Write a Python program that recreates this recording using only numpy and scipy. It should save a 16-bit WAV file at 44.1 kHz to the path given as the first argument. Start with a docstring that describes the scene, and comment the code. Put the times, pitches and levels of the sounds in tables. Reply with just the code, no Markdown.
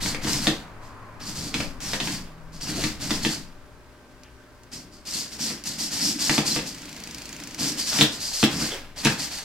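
"""Six-legged robot on hardwood

A robot flexes, then walks across the floor of a small room. Its servo gears whir in bursts, rattle
the linkage and drone through the legs into the boards; hard feet clack down and thump the floor.
While it holds a pose, the servos tick at each control pulse. A hum and a low rumble lie underneath."""
import sys
import numpy as np
from scipy import signal
from scipy.fft import rfft, irfft
from scipy.io import wavfile

SR = 44100
rng = np.random.default_rng(int(sys.argv[2]) if len(sys.argv) > 2 else 0)


def wav_record(signal):
    """Record a signal, one row per channel, as 16-bit PCM in the file named by sys.argv[1]."""
    frames = np.transpose(np.atleast_2d(signal))
    bounded = np.clip(frames, -1, 1)
    # unit amplitude maps onto the largest positive 16-bit level
    quanta = np.round(bounded * 32767).astype(np.int16)
    wavfile.write(sys.argv[1], SR, quanta)


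N = 416304
TIME, HZ = np.arange(N) / SR, np.fft.rfftfreq(N, 1 / SR)
CONTROL_TIME = TIME[::64]  # coarse clock for the servo envelopes

# EQ curves of the three noise beds: freq_hz, gain_db
AIR_EQ = [(12, -28), (20, -8), (44, -9), (62, -4), (80, -13), (123, -17), (172, -22), (410, -17),
          (542, -26), (590, -16), (660, -48), (1570, -32), (1710, -31.5), (9400, -42), (16000, -48)]
RUMBLE_EQ = [(8, -7), (15, 11), (20, 10), (25, -9), (36, 0), (48, -28), (63, -0.5), (80, -22), (110, -5),
             (200, -67)]
RUSH_EQ = [(100, 4), (300, 3), (600, 2.5), (1100, 5), (1700, -0.5), (2500, -8), (5000, -40)]
# Fader rides of the rumble and the soft rush: time_s, rumble_db, rush_db
BED_FADERS = [(0, -35, -45.5), (1.0, -51, -46.5), (1.6, -36.5, -47), (2.4, -45, -51.5), (3.2, -37.5, -53.5),
              (4.1, -66, -56), (7.5, -63, -57.5), (8.6, -51, -48), (9.44, -50, -70)]
# Partials of the hum: pitch_hz, level_db
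HUM_PARTIALS = [(118.4, -62), (258.4, -63.5), (360.7, -67), (602.9, -64.5), (1556, -66.5)]
# Faint passing tones: start_s, end_s, start_pitch_hz, end_pitch_hz, jitter_hz, level_db
PASSING_TONES = [(0.65, 1.38, 108, 108, 1.05, -52), (2.15, 2.65, 160, 161, 1.3, -50.5),
                 (0.74, 1.18, 1020, 1060, 44.4, -53), (0.76, 1.5, 1200, 1240, 57, -59)]
# Reverb time of the room: freq_hz, t60_s
ROOM_DECAY = [(100, 0.14), (400, 0.36), (1500, 0.3), (5000, 0.28), (10000, 0.15), (16000, 0.13)]
# Left-right likeness of diffuse sound: freq_hz, correlation
STEREO_LIKENESS = [(30, 0.74), (250, 0.84), (640, 0.82), (1400, 0.61), (3100, 0), (6800, 0), (15000, 0.12)]
# Balance of the two microphones: freq_hz, left_minus_right_db
MIC_BALANCE = [(30, 3.5), (120, 2), (300, 1.2), (1000, 1.5), (2000, -0.5), (4500, 0.8), (8000, 1),
               (12000, -1)]

# Servo start-up chirps, foot scuffs and joint squeaks: start_s, end_s, pitch_hz, width_hz, level_db
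SQUEAKS_AND_CHIRPS = [(1.206, 1.26, 5200, 911, -46), (2.608, 2.643, 5000, 807, -41),
                      (2.759, 2.823, 522, 220, -39), (4.223, 4.3, 2215, 1190, -58),
                      (4.35, 4.52, 1505, 300, -63), (5.99, 6.129, 5324, 300, -32.5),
                      (6.063, 6.18, 290.6, 25, -35.5), (6.503, 6.545, 4110, 60, -29),
                      (6.701, 7.618, 2340, 300, -58), (8.212, 8.311, 4810, 150, -38.5),
                      (8.699, 8.748, 3300, 300, -36.5), (8.711, 8.775, 464, 100, -41)]
# Feet landing and joints knocking, clack level before its trim:
# start_s, clack_db, thump_db, tilt_db_per_octave, leg_pitch_hz, leg_over_clack_db
FOOTFALLS = [(0.06, -27, -41, -3, 2210, -1), (0.1469, -30.5, -41, -8.5, 2220, 7),
             (.246, -25, -21.5, -0.5, 2040, -3), (.271, -25, -31, -8.5, 1700, -18),
             (0.4706, -14, -14.5, -5, 3640, -3.5), (1.5422, -18, -26, -1.5, 2770, -17),
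             (1.6036, -22, -30, -4.5, 2380, -12), (1.934, -19, -29, -3.5, 1910, -19),
             (2.002, -18, -31, -3, 2900, -22), (2.074, -23, -32, -2, 1767, -10),
             (2.8386, -18.5, -22, 1.5, 2265, -4), (3.107, -17, -20.5, 0, 2090, -16),
             (3.2497, -17, -18, -2.5, 3136, -9), (5.503, -29.5, -30.5, -5, 2333, -11),
             (6.296, -15.5, -17.5, -2.5, 2245, -7), (6.38, -14, -14.5, -3, 2500, -24),
             (6.562, -20.5, -21.5, -5.5, 2690, -15), (6.59, -25.5, -41, -4.5, 2290, -16),
             (7.93, -27.5, -35, -2, 1414, 0), (7.988, -16, -16, -2.5, 2210, -17),
             (8.0111, -12, -17, -1, 3545, 3.5), (8.0229, -14.5, -17.5, 16, 3845, .5),
             (8.4296, -11.5, -10.5, -4, 2357, -20), (8.439, -13.5, -13.5, 4.5, 3530, -3),
             (8.614, -27.5, -23, -14, 1390, -1.5), (9.0494, -13.5, -14.5, 4.5, 2746, -17),
             (9.0557, -18.5, -20, -4, 2556, 2), (9.071, -18, -23, -0.5, 1670, 2.5)]
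# Ringing modes of the floorboards: pitch_hz, relative_level_db, t60_s
BOARD_MODES = [(117.3, -24.5, 0.48), (147.6, -0.5, 0.14), (213.1, -3, 0.2), (260.7, 0, 0.1),
               (303, -2, 0.17), (345.7, -8.5, 0.2), (442, -15.5, 0.2), (482.5, -13.5, 0.13),
               (630, -20, 0.096)]
# Servos kicking in or twitching, levels before the trim: start_s, level_db
TWITCHES = [(.332, -16.5), (.7168, -55), (1.203, -40), (1.8045, -32), (2.6117, -32), (4.2344, -40),
            (4.6337, -44), (4.726, -38), (5.053, -39), (5.368, -34), (5.6388, -26.5)]
# Leg movements, one servo run each, levels before the trims:
# start_s, length_s, whir_db, rattle_db, drone_db, whine_hz
LEG_MOVES = [(0.0, 0.085, -28, -35, -33, 4560), (0.209, 0.039, -36, -37, -36, 5016),
             (0.259, .11, -28, -34.5, -32.5, 5234), (0.398, 0.093, -31, -35.5, -38, 4420),
             (0.808, .06, -56, -58, -57, 4800), (1.194, 0.044, -43, -43, -43, 4420),
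             (1.245, 0.05, -35, -46, -38, 4768), (1.341, .14, -36, -44, -38, 4764),
             (1.529, 0.1, -36, -40.5, -35, 4865), (1.799, .16, -34, -39.5, -40.5, 5160),
             (2.001, 0.14, -33, -37.5, -36, 4703), (2.516, .05, -47, -54, -48, 5100),
             (2.6, 0.045, -33, -40.5, -41, 4970), (2.663, 0.038, -32, -35.5, -31.5, 4500),
             (2.733, 0.14, -32, -35.5, -34.5, 4592), (2.994, 0.081, -34, -37.5, -33.5, 5131),
             (3.088, .07, -30, -36, -32, 4700), (3.209, 0.12, -31, -38.5, -36, 4616),
             (4.712, .03, -36, -46.5, -39, 4913), (4.914, 0.028, -47.5, -60, -52, 4933),
             (5.05, 0.062, -34, -44, -46, 5060), (5.115, 0.086, -29, -41, -42.5, 4800),
             (5.304, 0.029, -38, -44, -42, 5296), (5.384, 0.11, -28.5, -38.5, -37, 5150),
             (5.64, .05, -30, -41, -37.5, 4943), (5.715, .025, -37, -46, -50, 4830),
             (5.775, .065, -27, -39, -37.5, 4977), (5.901, 0.083, -28, -37, -38.5, 5000),
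             (5.99, 0.11, -25, -38.5, -33.5, 5260), (6.18, 0.19, -25, -35.5, -36.5, 4960),
             (6.444, 0.11, -26, -36, -32.5, 4910), (6.644, .045, -35, -45, -40.5, 4838),
             (7.576, 0.11, -27, -35, -30.5, 4902), (7.765, 0.049, -26.5, -39.5, -43, 4833),
             (7.854, .045, -25.5, -38, -46, 5178), (7.914, 0.11, -25, -31.5, -33.5, 5120),
             (8.1, .05, -34, -43, -41.5, 4840), (8.188, .1, -30.5, -43.5, -58, 4784),
             (8.31, .11, -28.5, -42, -62, 4765), (8.49, .09, -33, -35, -32.5, 4889),
             (8.577, 0.085, -28.5, -34.5, -39, 5028), (8.7, 0.049, -41, -35, -53, 5026),
             (8.955, 0.052, -36, -40.5, -44, 4790), (9.028, .09, -31.5, -34, -33.5, 4883),
             (9.173, 0.067, -30.5, -37.5, -45, 4578), (9.294, 0.095, -34.5, -38.5, -55, 4620)]
# The pose held under load, same columns
HELD_POSE = (6.72, .85, -47.5, -44, -44, 4794)
SERVO_RUNS = LEG_MOVES + [HELD_POSE]
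# Envelopes of the servo layers: level_column, rise_s, fade_db_per_s, rest_db
WHIR_ENV, RATTLE_ENV, DRONE_ENV = (2, .028, 190, -68), (3, .009, 110, -61.5), (4, .035, 92, -61.5)
# Bass ride on the floor drone: time_s, gain_db
DRONE_BASS_FADER = [(0, 4), (3.4, 4.5), (4.7, -2.5), (7.8, -5.5), (8.6, 2.5)]
# EQ curves of foot clack, servo tick, floor drone, linkage rattle and gear whir: freq_hz, gain_db
CLACK_EQ = [(40, -9), (150, -5), (450, -5.5), (800, 0), (1300, -3), (2000, 3.5), (2700, 4.5), (3600, 4.5),
            (4600, 1.5), (6500, -2.5), (9000, -10.5), (15000, -22)]
TICK_EQ = [(800, -34), (2400, 0), (3500, -6.5), (4800, 1), (6500, 1), (9000, -8), (12500, -12),
           (16000, -14)]
DRONE_EQ = [(25, -42), (60, -12), (100, -10.5), (150, -2), (215, -2), (300, -3), (360, -13), (450, -18.5),
            (800, -36)]
RATTLE_EQ = [(60, -32), (250, -28), (450, -1.5), (800, 1.5), (1200, -1), (1700, 2), (2300, 1), (3000, 0.5),
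             (4500, -5.5), (8000, -15)]
WHIR_EQ = [(1000, -37), (2500, -16), (3950, -8.5), (4350, -3), (5200, -4), (6400, -5), (7900, -6.5),
           (9200, -12), (10600, -16), (12500, -14.5), (14000, -23.5), (16000, -33)]


def amp(db):
    """Decibels to gain."""
    return 10 ** (np.asarray(db) / 20)


def unit_rms(x):
    """Normalises to rms 1."""
    return x / np.sqrt(np.mean(x ** 2) + 1e-20)


def curve_at(curve, hz):
    """Reads a curve on a log-frequency axis."""
    freq_hz, value = np.transpose(curve)
    return np.interp(np.log(hz + 1), np.log(freq_hz + 1), value)


def add(mix, start_s, sound):
    """Drops a sound into the mix at its cue."""
    part = mix[max(round(start_s * SR), 0):][:len(sound)]
    part += sound[:len(part)]


def colour(x, eq):
    """Applies an EQ curve and normalises to rms 1."""
    return unit_rms(irfft(rfft(x) * amp(curve_at(eq, HZ)), N))


def wander(rate_hz):
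    """Random modulator: low-passed noise at rms 1."""
    return unit_rms(irfft(rfft(rng.standard_normal(N)) / (1 + (HZ / rate_hz) ** 4), N))


def diffuse(pair):
    """Two unrelated signals as two close microphones hear them: alike in the bass."""
    left, other = rfft(pair)
    likeness = np.clip(curve_at(STEREO_LIKENESS, np.fft.rfftfreq(pair.shape[1], 1 / SR)), -1, 1)
    right = likeness * left + np.sqrt(1 - likeness ** 2) * other
    return irfft(np.array([left, right]), pair.shape[1])


def diffuse_noise(eq):
    """Coloured stereo noise from all sides."""
    return colour(diffuse(rng.standard_normal((2, N))), eq)


def room(x, wet_db, lag_s=2.8e-5, predelay_s=.003):
    """The direct sound reaches the right microphone first; the walls add a short tail."""
    t = np.arange(SR // 2) / SR
    echoes = rng.choice([-1., 1.], (2, len(t))) * (rng.random((2, len(t))) < .3)
    hz, age_s, bands = signal.stft(echoes, SR, nperseg=256)
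    bands = bands * amp(-60 * age_s / curve_at(ROOM_DECAY, hz)[:, None])
    tail = signal.istft(bands, SR, nperseg=256)[1][:, :len(t)] * (t > predelay_s)
    tail /= np.linalg.norm(tail, axis=1)[:, None]
    direct = np.array([irfft(rfft(x) * np.exp(-2j * np.pi * HZ * lag_s), N), x])
    wet = diffuse(signal.fftconvolve(x[None], tail, axes=1)[:, :N])
    return (direct + amp(wet_db) * wet) / np.sqrt(1 + amp(2 * wet_db))


def scatter(x, eq, smear_s):
    """Bounces among the moving legs and the floor: diffuse noise that trails the power of x."""
    pole = np.exp(-1 / (smear_s * SR))
    power = signal.lfilter([1 - pole], [1, -pole], x ** 2 + 1e-20)
    return np.sqrt(power) * diffuse_noise(eq)


def impact(eq, tilt_db, chatter, chatter_s, contact_s=.0025, size=4096):
    """A sharp hit, a crunch of contact and a dying chatter of loose parts, at energy 1."""
    t, hz = np.arange(size) / SR, abs(np.fft.fftfreq(size, 1 / SR))
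    contact, loose = rng.standard_normal((2, size)) * np.exp(-t / np.array([[contact_s], [chatter_s]]))
    hit = contact / np.linalg.norm(contact) + chatter * loose / np.linalg.norm(loose)
    hit[0] = .7  # the leading spike
    log_gain = np.log(amp(curve_at(eq, hz) + tilt_db * np.log2(np.maximum(hz, 500) / 3000)))
    minimum_phase = np.exp(signal.hilbert(log_gain).conj())  # keeps the attack crisp
    sound = np.fft.ifft(np.fft.fft(hit) * minimum_phase).real
    return sound / np.linalg.norm(sound)


def room_tone(air_db=-53):
    """The bed: steady air, with a low rumble and a soft rush that swell and sink."""
    time_s, rumble_db, rush_db = np.transpose(BED_FADERS)
    air = amp(air_db) * diffuse_noise(AIR_EQ)
    rumble = amp(np.interp(TIME, time_s, rumble_db)) * diffuse_noise(RUMBLE_EQ)
    rush = amp(np.interp(TIME, time_s, rush_db)) * diffuse_noise(RUSH_EQ)
    return air + rumble + rush


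def hum_and_tones(waver_db=1.0):
    """A gently wavering hum, and a few faint tones that come and go."""
    out = np.zeros(N)
    for hz, db in HUM_PARTIALS:
        out += np.sqrt(2) * amp(db - waver_db * wander(2.3)) * np.sin(2 * np.pi * hz * TIME)
    for start_s, end_s, start_hz, end_hz, jitter_hz, db in PASSING_TONES:
        size = round((end_s - start_s) * SR)
        pitch_hz = np.linspace(start_hz, end_hz, size) + jitter_hz * wander(64)[:size]
        tone = np.sin(2 * np.pi * np.cumsum(pitch_hz) / SR)
        add(out, start_s, amp(db) * unit_rms(tone * signal.windows.tukey(size, .4)))
    return out


def squeaks_and_chirps():
    """Servo start-up chirps, foot scuffs and joint squeaks: each sings briefly in one resonance."""
    out = np.zeros(N)
    for start_s, end_s, hz, width_hz, db in SQUEAKS_AND_CHIRPS:
        size = round((end_s - start_s) * SR)
        note = wander(width_hz)[:size] * np.sin(2 * np.pi * hz * TIME[:size])
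        add(out, start_s, amp(db) * unit_rms(note * signal.windows.tukey(size, .5)))
    return room(out, wet_db=-9)


def board_thump(t, rise_s=.0081, detune=.012):
    """Struck boards swell into a low ring, tuned a little differently from spot to spot."""
    ring = np.zeros(len(t))
    for hz, db, t60_s in BOARD_MODES:
        cycles = hz * (1 + detune * rng.standard_normal()) * t + rng.random()
        ring += amp(db - 60 * t / t60_s) * np.sin(2 * np.pi * cycles)
    return ring * (1 - np.exp(-t / rise_s))


def footsteps(clack_trim_db=21, leg_t60_s=.0067, bounce_db=-7):
    """A hard foot clacks down, its leg rings briefly and the floor thumps."""
    clacks, thumps, t = np.zeros(N), np.zeros(N), np.arange(SR // 2) / SR
    for start_s, clack_db, thump_db, tilt_db, leg_hz, leg_db in FOOTFALLS:
        gain = amp(clack_db + clack_trim_db)
        leg = np.sin(2 * np.pi * leg_hz * t) * amp(-60 * t / leg_t60_s)
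        add(clacks, start_s, gain * impact(CLACK_EQ, tilt_db, chatter=1.0, chatter_s=.0085))
        add(clacks, start_s, gain * amp(leg_db) * leg / np.linalg.norm(leg))
        add(thumps, start_s, amp(thump_db) * board_thump(t))
    return (room(clacks, wet_db=-1) + amp(bounce_db) * scatter(clacks, CLACK_EQ, smear_s=.0041)
            + room(thumps, wet_db=-10))


def hold_pulses(first_s=6.7465, every_s=.03634, count=23, spread_db=1.7):
    """Tick cues (start_s, level_db), one per control pulse, growing unevenly as the pose is held."""
    levels_db = np.linspace(-33, -28.5, count) + spread_db * rng.standard_normal(count)
    return list(zip(first_s + every_s * np.arange(count), levels_db))


def servo_ticks(trim_db=16):
    """A loaded servo jerks against its gear play at each twitch or control pulse."""
    out = np.zeros(N)
    for start_s, db in TWITCHES + hold_pulses():
        add(out, start_s, amp(db + trim_db) * impact(TICK_EQ, tilt_db=0, chatter=1.8, chatter_s=.002))
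    return room(out, wet_db=-8) + .7 * scatter(out, TICK_EQ, smear_s=.002)


def run_power(run, envelope):
    """Power of one layer in one servo run: it rises as the motors spin up, holds, then dies away."""
    level_column, rise_s, fade_db_per_s, _ = envelope
    start_s, length_s = run[:2]
    t = CONTROL_TIME - start_s
    level_db = run[level_column] - fade_db_per_s * np.maximum(t - length_s, 0)
    return (np.clip(t / rise_s, 0, 1) * amp(level_db)) ** 2


def layer_gain(envelope):
    """Fader of one servo layer: all runs add in power over the resting level."""
    rest_db = envelope[-1]
    power = amp(2 * rest_db) + sum(run_power(run, envelope) for run in SERVO_RUNS)
    return np.interp(TIME, CONTROL_TIME, np.sqrt(power))


def floor_drone(crossover_hz=147):
    """Gear vibration runs down the legs and drones in the boards, deeper in some poses than others."""
    noise = colour(rng.standard_normal(N), DRONE_EQ)
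    bass = irfft(rfft(noise) / (1 + (HZ / crossover_hz) ** 6), N)
    bass_gain = amp(np.interp(TIME, *np.transpose(DRONE_BASS_FADER)))
    return noise - bass + bass_gain * bass


def pinion_whine(width_hz=520, drift=.05):
    """The fuzzy note of meshing pinions, sliding toward the pitch of the loudest run."""
    weights = np.array([run_power(run, WHIR_ENV) for run in SERVO_RUNS]) + 1e-12
    mesh_hz = np.array(SERVO_RUNS)[:, -1] @ weights / weights.sum(0)
    pitch_hz = np.interp(TIME, CONTROL_TIME, mesh_hz) * (1 + drift * wander(14))
    return unit_rms(wander(width_hz) * np.cos(2 * np.pi * np.cumsum(pitch_hz) / SR))


def gear_knocks(effort, motors=6, sway=.1, uneven=.14, swell_db=3):
    """Each motor knocks its gears once a turn, faster with effort, and drifts in level on its own."""
    out = np.zeros(N)
    for base_hz in np.linspace(110, 330, motors):
        turns = np.cumsum(base_hz * effort ** .15 * np.exp(sway * wander(6))) / SR
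        knocks = np.diff(np.floor(turns), prepend=0)
        out += knocks * (1 + uneven * rng.standard_normal(N)) * amp(swell_db * wander(7.5))
    return unit_rms(out)


def servos(whir_trim_db=-4, whine_trim_db=-6, rattle_trim_db=-4, drone_trim_db=-1):
    """Knocking, sliding teeth whir in the servo cases, rattle the linkage and drone in the boards."""
    whir_gain = layer_gain(WHIR_ENV)
    knocks = gear_knocks(effort=np.clip(whir_gain / amp(-29.5), .2, 2))
    sliding_grit = rng.standard_normal(N) * amp(2.5 * wander(160))
    whir = amp(whir_trim_db) * whir_gain * colour(knocks + sliding_grit, WHIR_EQ)
    chatter = 1.38 * rng.standard_normal(N) * amp(2.7 * wander(72))
    rattle = amp(rattle_trim_db) * layer_gain(RATTLE_ENV) * colour(knocks + chatter, RATTLE_EQ)
    drone = amp(drone_trim_db) * layer_gain(DRONE_ENV) * floor_drone()
    whine = amp(whine_trim_db) * whir_gain * pinion_whine()
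    body = room(whir + rattle + whine, wet_db=-8)
    bounced = scatter(whir, WHIR_EQ, smear_s=.002) + .7 * scatter(rattle, RATTLE_EQ, smear_s=.003)
    return body + bounced + room(drone, wet_db=-11.5)


def scene():
    """The robot over the bed of its room."""
    return servos() + servo_ticks() + footsteps() + squeaks_and_chirps() + room_tone() + hum_and_tones()


def record(dry, cutoff_hz=16000):
    """Two slightly unlike microphones, clipping at full scale, then a steep high cut."""
    balance_db = curve_at(MIC_BALANCE, HZ) * np.array([[.5], [-.5]])
    heard = irfft(rfft(dry) * amp(balance_db), N)
    high_cut = signal.firwin(511, cutoff_hz, window=("kaiser", 9), fs=SR)
    return signal.oaconvolve(np.clip(heard, -1, 1), high_cut[None], "same")


dry = scene()
out = record(dry)
wav_record(out)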